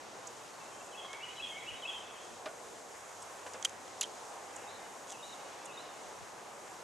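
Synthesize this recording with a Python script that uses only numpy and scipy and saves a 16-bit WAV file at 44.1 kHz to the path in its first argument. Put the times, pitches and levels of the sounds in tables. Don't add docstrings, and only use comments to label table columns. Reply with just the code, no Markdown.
import sys
import numpy as np
from scipy import signal
from scipy.fft import rfft, irfft, next_fast_len
from scipy.io import wavfile
from scipy.ndimage import uniform_filter1d

SR = 44100
rng = np.random.default_rng(int(sys.argv[2]) if len(sys.argv) > 2 else 0)


def volts(x):
    e = np.asarray(x, float) / 20
    return 10 ** e


def store_pcm(level_fs):
    pcm = np.round(np.clip(level_fs, -1, 1) * 32767).astype(np.int16)
    wavfile.write(sys.argv[1], SR, np.atleast_2d(pcm).T)


N = 301199
TIME = np.arange(N) / SR


def along(table, hz):
    f, v = np.transpose(table)
    return np.interp(np.log(hz + 1), np.log(f + 1), v)


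def fade(table):
    return np.interp(TIME, *np.transpose(table))


def band(x, hz, width):
    return signal.lfilter(*signal.iirpeak(hz, hz / width, SR), x)


def add(out, s, sound, pan_db=0.):
    i = int(s * SR)
    sides = volts(np.array([[pan_db], [-pan_db]]) / 2)
    out[:, i:i + sound.shape[-1]] += (sides * sound)[:, :N - i]


def walk(rate):
    k = int(SR / rate)
    held = np.repeat(rng.standard_normal(N // k + 1), k)
    return uniform_filter1d(uniform_filter1d(held, k), k)[:N]


def tone(hz):
    return np.sin(2 * np.pi * np.cumsum(hz) / SR)


# [f/Hz, level/dB per Hz]
WASH = [(12, -63), (20, -29), (64, -20.5), (109, -14), (272, -8.5), (366, -4), (480, -1), (645, -1),
        (1080, -2), (1260, -5.5), (1790, -10), (2760, -15.5), (4480, -19), (5400, -16.5), (6710, -12.5),
        (8500, -18), (10300, -25.5), (12500, -28), (16200, -59), (22000, -120)]
# [f/Hz, side minus mid/dB]
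SIDE = [(60, 5), (110, -10), (190, -2), (350, -5.5), (630, -7), (1140, -6.5), (2050, -5), (3700, -6),
        (6670, -13), (8600, -5.5), (12000, -10.5)]
# [t/s, level/dB]
SWELL = [(0, -0.4), (2.1, 0.7), (3.4, -0.5), (5.1, 0.86), (6.83, 1.5)]
# [t/s, level/dB]
RUSTLE = [(0, 1.3), (2.2, 1.26), (3.3, 1.5), (4.0, 0.9), (4.3, 1.5), (5.1, 2.5), (5.45, 2.4), (6.83, 2)]


def yard():
    traffic, leaves = fade(SWELL), fade(RUSTLE)
    hz = np.fft.rfftfreq(N, 1 / SR)
    mid = rfft(rng.standard_normal(N)) * volts(along(WASH, hz))
    side = rfft(rng.standard_normal(N)) * volts(along(WASH, hz) + along(SIDE, hz))
    out = 0
    for octave in range(-1, 10):
        distance = np.clip(np.log2(hz / 31.25 + 1e-9) - octave, -1, 1)
        share = np.cos(np.pi / 2 * distance) ** 2
        high = np.clip((octave - 5) / 2, 0, 1)
        flicker = 1.28 * walk(5.5) + 0.77 * walk(25)
        gain = volts((0.5 - high) * traffic + high * leaves + flicker)
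        m, d = irfft(mid * share, N), irfft(side * share, N)
        out = out + gain * np.array([m + d, m - d])
    return volts(-36.5) * out


def road():
    from_db, to_db = -62, -59
    car_s, car_db, pass_s = 4.58, -55.5, 0.59
    mid, side = band(band(rng.standard_normal((2, N)), 750, 236), 840, 340)
    roar = np.array([mid + 0.23 * side, mid - 0.15 * side]) / mid.std()
    car = volts(car_db) / (1 + ((TIME - car_s) / pass_s) ** 2)
    steady = volts(from_db + (to_db - from_db) * TIME / TIME[-1])
    return roar * np.hypot(car, steady)


# [t/s, level/dB]
HUM = [(0, -88), (.9, -93), (1.2, -80.5), (4.7, -74.5), (5.3, -86), (6.83, -94)]
# [t/s, level/dB]
MAINS = [(0, -78), (2.0, -82), (2.4, -84), (6.83, -90)]


def drones():
    out = 0
    for hz, levels in [(99.2, HUM), (119.7, MAINS)]:
        level = volts(fade(levels) + 5 * walk(9))
        out = out + level * tone(hz * (1 + 0.0119 * walk(4.08)))
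    return np.sqrt(2) * np.array([out, 0.95 * out])


def tape_drive():
    level = volts(-72.5 + 2.1 * walk(15))
    whine = level * tone(1070 * (1 + 0.0084 * walk(20)))
    return np.sqrt(2) * np.array([whine, whine])


# [t/s, length/s, centre f/Hz, level/dB]
SCUFFS = [(0.266, 0.012, 6940, -47.5), (0.695, .2, 7100, -64.5), (3.215, .017, 8300, -54.5),
          (3.219, .008, 5750, -56), (3.535, .007, 5640, -54), (4.5596, 0.0033, 7300, -50),
          (3.6237, .004, 6600, -42), (3.6488, .006, 11000, -46), (4.016, .004, 2900, -40),
          (3.6473, 0.0017, 9000, -49), (3.656, 0.004, 8600, -56), (4.012, 0.0046, 9900, -44),
          (4.034, 0.0028, 9600, -52), (4.03, .003, 8800, -50), (4.563, 0.0034, 7300, -46),
          (4.565, .0062, 7400, -62), (5.654, 0.0051, 8500, -51), (5.655, 0.0083, 7150, -51.5)]


def scuffs():
    out = np.zeros((2, N))
    for s, length, hz, db in SCUFFS:
        n, width = int(1.3 * length * SR), 0.22 * hz
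        scrape = np.hanning(n) ** 0.63 * rng.standard_normal(n)
        scrape = np.pad(scrape, (0, 60))
        scrape = band(band(scrape, hz, width), hz, width)
        add(out, s, volts(db) * scrape / scrape.std(), -4.5)
    return out


def whistle(notes):
    out = np.zeros(N)
    for s, length, hz0, hz1, db in notes:
        u = np.linspace(0, 1, int(1.35 * length * SR))
        i = int((s - 0.1 * length) * SR)
        swell = np.sin(np.pi * u) ** 0.5
        out[i:i + len(u)] += volts(db) * np.sqrt(2) * swell * tone(hz0 + (hz1 - hz0) * u)
    return out * volts(2.5 * walk(170))


def sung(calls, direct=False):
    return [(s + late, length, hz0, hz1, db + effort_db + direct * facing_db)
            for s, notes, effort_db, facing_db in calls
            for late, length, hz0, hz1, db in notes]


def among_trees(sent):
    t60_s, side_gain = 1.87, volts(-10.5)
    t = np.arange(int(.7 * SR)) / SR
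    decay = volts(-60 * t / t60_s) + 0.7 * volts(-60 * t / .25)
    scatter = rng.standard_normal((2, len(t))) * decay * np.minimum(t / 0.0028, 1)
    scatter = scatter * volts(3.5 * walk(46.4)[:len(t)])
    scatter = scatter * np.cos(np.pi / 2 * t / t[-1])
    scatter = scatter / np.sqrt(np.sum(scatter[0] ** 2))
    analytic = signal.hilbert(sent, next_fast_len(N))[:N]
    smeared = np.real(analytic * np.exp(1.5j * walk(260)))
    mid, side = signal.fftconvolve(smeared[None], scatter, axes=1)[:, :N]
    return np.array([mid + side_gain * side, mid - side_gain * side])


# [t/s, length/s, f/Hz, level/dB]
CHIPS = [(0.401, 0.0143, 3720, -58), (.415, .015, 2580, -60.5), (.533, .015, 4360, -58),
         (.606, .018, 2650, -52), (0.806, .012, 2700, -52), (.91, .023, 4040, -65), (1.02, .05, 2110, -61),
         (1.052, 0.033, 3930, -65), (1.295, 0.029, 3870, -60), (1.358, .05, 3930, -53),
         (1.58, 0.037, 3860, -59), (1.66, .04, 3940, -67), (1.755, .03, 3800, -56), (1.796, .01, 3780, -56),
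         (.68, .03, 3150, -66), (.765, .012, 2650, -63), (1.03, .04, 3830, -65), (1.82, .008, 3870, -56),
         (1.83, 0.031, 3700, -59), (1.985, .02, 3790, -58), (4.625, .03, 3830, -66),
         (4.8, 0.056, 2070, -62), (4.843, .015, 2940, -56), (5.51, .03, 3460, -60), (5.565, .02, 3600, -68),
         (5.655, .012, 3440, -59), (5.34, 0.035, 2150, -60), (5.887, 0.037, 2090, -65),
         (5.96, .056, 2095, -61)]
# [t/s, length/s, start f/Hz, end f/Hz, level/dB]
SWOOP = [
    (0.712, 0.049, 3250, 2990, -64),
]
# [t after the start/s, length/s, start f/Hz, end f/Hz, level/dB]
TUMBLE = [(0, 0.008, 3380, 3050, -51), (.011, 0.016, 3020, 2960, -49), (0.031, 0.012, 2540, 2700, -43)]
CREST = [(0, .023, 3340, 3310, -43), (.022, .024, 3300, 3080, -46)]
DRAWL = [(0, 0.036, 2155, 2176, -55), (.04, 0.035, 2177, 2280, -51)]
FLICK = [(0, 0.018, 2660, 2640, -52), (.018, 0.018, 2830, 3010, -44.5), (.043, 0.012, 2680, 2200, -52),
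         (.056, 0.024, 2045, 1880, -59)]
DIP = [(0, .016, 2930, 2660, -55), (.015, 0.025, 2650, 2570, -56.5)]
HOOK = [(0, 0.0171, 3670, 3790, -50), (0.015, 0.02064, 3796, 4110, -53.5), (.042, .025, 4180, 4250, -70)]
DROP = [(0, .014, 3800, 3630, -54.5)]
HOLD = [(0, .07, 2880, 2920, -60), (.1, 0.16, 2870, 2914, -65)]
STOOP = [(0, .014, 2760, 2630, -60), (.013, .028, 2610, 2560, -60)]
LIFT = [(0, 0.0213, 2800, 2930, -60)]
TRAIL = [(0, .055, 4200, 4230, -66)]
CHEEP = [(0, .018, 2420, 2600, -62)]
# [t/s, syllable, effort level/dB, direct-path level/dB]
PHRASES = [
    (.916, TUMBLE, -5, -4),
    (.975, CREST, -5.5, -0.5),
    (1.082, DRAWL, -0.5, 0),
    (1.208, FLICK, -1, -0.5),
    (1.367, TUMBLE, -1.5, 1.5),
    (1.424, CREST, -1.5, 1),
    (1.514, DRAWL, 1.5, -0.5),
    (1.66, FLICK, 0.5, 1.5),
    (1.821, TUMBLE, -0.6, 3.5),
    (1.876, CREST, -0.8, 1.5),
]
# [t/s, syllable, effort level/dB, direct-path level/dB]
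REPLIES = [(4.522, STOOP, -6, 0), (4.572, DIP, -2.5, 1), (4.615, LIFT, -1, 0), (4.673, HOOK, -2.5, 0.5),
           (4.71, TRAIL, 0, 2), (4.785, DROP, -5, 0), (5.072, STOOP, -8, -1), (5.127, DIP, 2, 1),
           (5.18, LIFT, 0, 0), (5.2, HOLD, 1.5, -2), (5.227, HOOK, 1, 2), (5.324, DROP, -2, 9),
           (5.405, CHEEP, 0, 0), (5.452, CHEEP, 4, -4), (5.612, STOOP, 2, -2), (5.655, LIFT, 1, 3),
           (5.674, DIP, 2, 2), (5.69, STOOP, -9, -2), (5.718, HOOK, -6, -1), (5.73, HOLD, 0, 0),
           (5.773, HOOK, -2.5, 6), (5.882, DROP, 0, 3)]


def birds():
    sag_hz = 50
    chips = [(s, length, hz + sag_hz / 2, hz - sag_hz / 2, db) for s, length, hz, db in CHIPS]
    song, others, answer = whistle(sung(PHRASES)), whistle(chips + SWOOP), whistle(sung(REPLIES))
    sent = volts(1.5) * song + volts(-6) * others + volts(-4) * answer
    song = whistle(sung(PHRASES, direct=True))
    answer = whistle(sung(REPLIES, direct=True))
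    return song + volts(-4.5) * (others + answer) + among_trees(sent)


# [t/s, peak level/dB, centre f/Hz, ring/s]
KNOCKS = [
    (1.044, -38, 1070, 0.1),
    (1.132, -35, 920, 0.052),
    (1.142, -38, 454, 0.058),
    (2.456, -30.5, 630, 0.081),
    (2.457, -36, 1200, 0.062),
    (2.466, -37, 1420, 0.13),
    (3.461, -36, 512, 0.091),
    (3.541, -37, 518, 0.17),
]


def knocks():
    out = np.zeros((2, N))
    t = np.arange(int(.15 * SR)) / SR
    for s, db, hz, ring_s in KNOCKS:
        push = rng.standard_normal(len(t)) * volts(-60 * t / ring_s) * np.minimum(t / 0.0038, 1)
        panels = 0.51 * band(push, 526, 250) + 0.14 * band(push, 1540, 1600)
        knock = band(push, hz, 0.054 * hz) + panels
        knock = band(knock, 1040, 2600)
        add(out, s, volts(db) * knock / np.abs(knock).max())
    return out


# [f/Hz, width/Hz, level/dB]
CRACK = [(4700, 250, -14), (6560, 1400, 3.5), (7300, 4500, -3), (10440, 2300, -10)]


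def snap(body_hz, body_db, ring_s):
    rattle, apart = 0.11, 0.11
    t = np.arange(int(.06 * SR)) / SR
    mid, side = rng.standard_normal((2, len(t))) * volts(-60 * t / ring_s)
    push = rattle * band(np.array([mid + apart * side, mid - apart * side]), 2500, 5900)
    push[:, 0] += 1
    crack = sum((-1) ** k * volts(db) * band(push, f, w) for k, (f, w, db) in enumerate(CRACK))
    body = band(push, body_hz, 260) + volts(-16) * band(push, 2000, 1600)
    sound = band(crack, 11200, 10000) + volts(body_db) * body
    return sound / np.abs(sound).max()


# [t/s, peak level/dB, body f/Hz, body against crack level/dB, ring/s]
SNAPS = [(1.131, -32, 3300, 1, 0.027), (3.535, -34.5, 3200, -6, 0.047), (3.6243, -48, 3200, -14, .03),
         (3.627, -33, 3250, 14, 0.028), (3.6456, -40, 3300, 11, .02), (3.6485, -16, 3220, -12, 0.025),
         (3.6497, -22.5, 3200, 4, 0.022), (3.6512, -17.5, 3150, 8, 0.027), (3.652, -21.5, 4700, -1, 0.017),
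         (3.655, -26.5, 3140, 8, .02), (3.658, -34, 5870, 4, 0.011), (3.695, -35.5, 3200, -7, .02),
         (3.879, -42, 3200, -1, .02), (4.0107, -17.5, 2970, -12, .03), (4.0387, -42, 3120, 8, 0.02),
         (4.0277, -28.5, 4660, -6, 0.04), (4.036, -28, 3200, -5, .025), (4.0133, -27, 4100, 7, 0.033),
         (4.0137, -28, 3220, 9, 0.045), (4.023, -31, 3220, 10, 0.02), (4.031, -36, 2300, 10, .03),
         (4.032, -39, 2540, -4, .03), (4.0315, -25, 3880, 3.5, 0.034), (4.057, -38, 3200, -5, .015),
         (4.049, -51, 3150, 12, .036)]


def snaps():
    out = np.zeros((2, N))
    for s, db, body_hz, body_db, ring_s in SNAPS:
        pan_db = 0 if body_db > 4 else -3.5
        add(out, s, volts(db) * snap(body_hz, body_db, ring_s), pan_db)
    return out


# [t/s, peak level/dB]
BUMPS = [
    (1.38, -68),
    (1.499, -79),
    (1.696, -59),
    (1.935, -68),
    (2.301, -66),
    (5.262, -77),
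    (6.044, -70),
    (6.199, -65),
]


def wind_bumps():
    out = np.zeros((2, N))
    n = int(0.1 * SR)
    for s, db in BUMPS:
        gust = np.hanning(n) * band(band(rng.standard_normal((2, n)), 74, 60), 62, 90)
        gust = gust / np.abs(gust.mean(axis=0)).max()
        add(out, s - .02, volts(db) * (gust + 1.2 * (gust - gust[::-1])))
    return out


# [t/s, f/Hz, level/dB, driven for/s, ring/s]
RINGS = [
    (4.0385, 3170, -36, .004, .009),
    (4.026, 4800, -48, .004, .008),
    (4.048, 3150, -46, .002, .012),
    (4.0133, 3750, -36, .0015, .01),
    (4.0106, 10300, -34, .0006, .004),
    (4.0112, 6850, -31, .002, .022),
    (4.0115, 7500, -36, .003, .012),
]


def frame_rings():
    out = np.zeros((2, N))
    t = np.arange(int(.15 * SR)) / SR
    for s, hz, db, driven_s, ring_s in RINGS:
        swell = np.minimum(t / 0.00046, 1) * volts(-60 * np.maximum(t - driven_s, 0) / ring_s)
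        add(out, s, volts(db) * np.sqrt(2) * swell * np.sin(2 * np.pi * hz * t))
    return out


# [t/s, level/dB]
CREAK = [
    (5.07, -43),
    (5.09, -42),
    (5.1055, -31),
    (5.1105, -44),
    (5.1165, -33),
    (5.1255, -32.5),
    (5.1303, -44),
]


def creak():
    out = np.zeros((2, N))
    s, db = np.transpose(CREAK)
    for slip in s[-1] - .005 * np.arange(13):
        add(out, slip, volts(np.interp(slip, s, db)) * snap(3450, -6.0, 0.029), -1.5)
    return out


def scene():
    surroundings = yard() + road() + drones() + tape_drive() + wind_bumps()
    handling = scuffs() + knocks() + snaps() + frame_rings() + creak()
    return surroundings + birds() + handling


def band_limit(x):
    return signal.sosfilt(signal.butter(12, 12620, fs=SR, output="sos"), x)


def record(dry):
    cut = signal.ellip(10, .2, 45, 12450, fs=SR, output="sos")
    mix = signal.sosfilt(cut, dry)
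    return band_limit(mix)


dry = scene()
out = record(dry)
store_pcm(out)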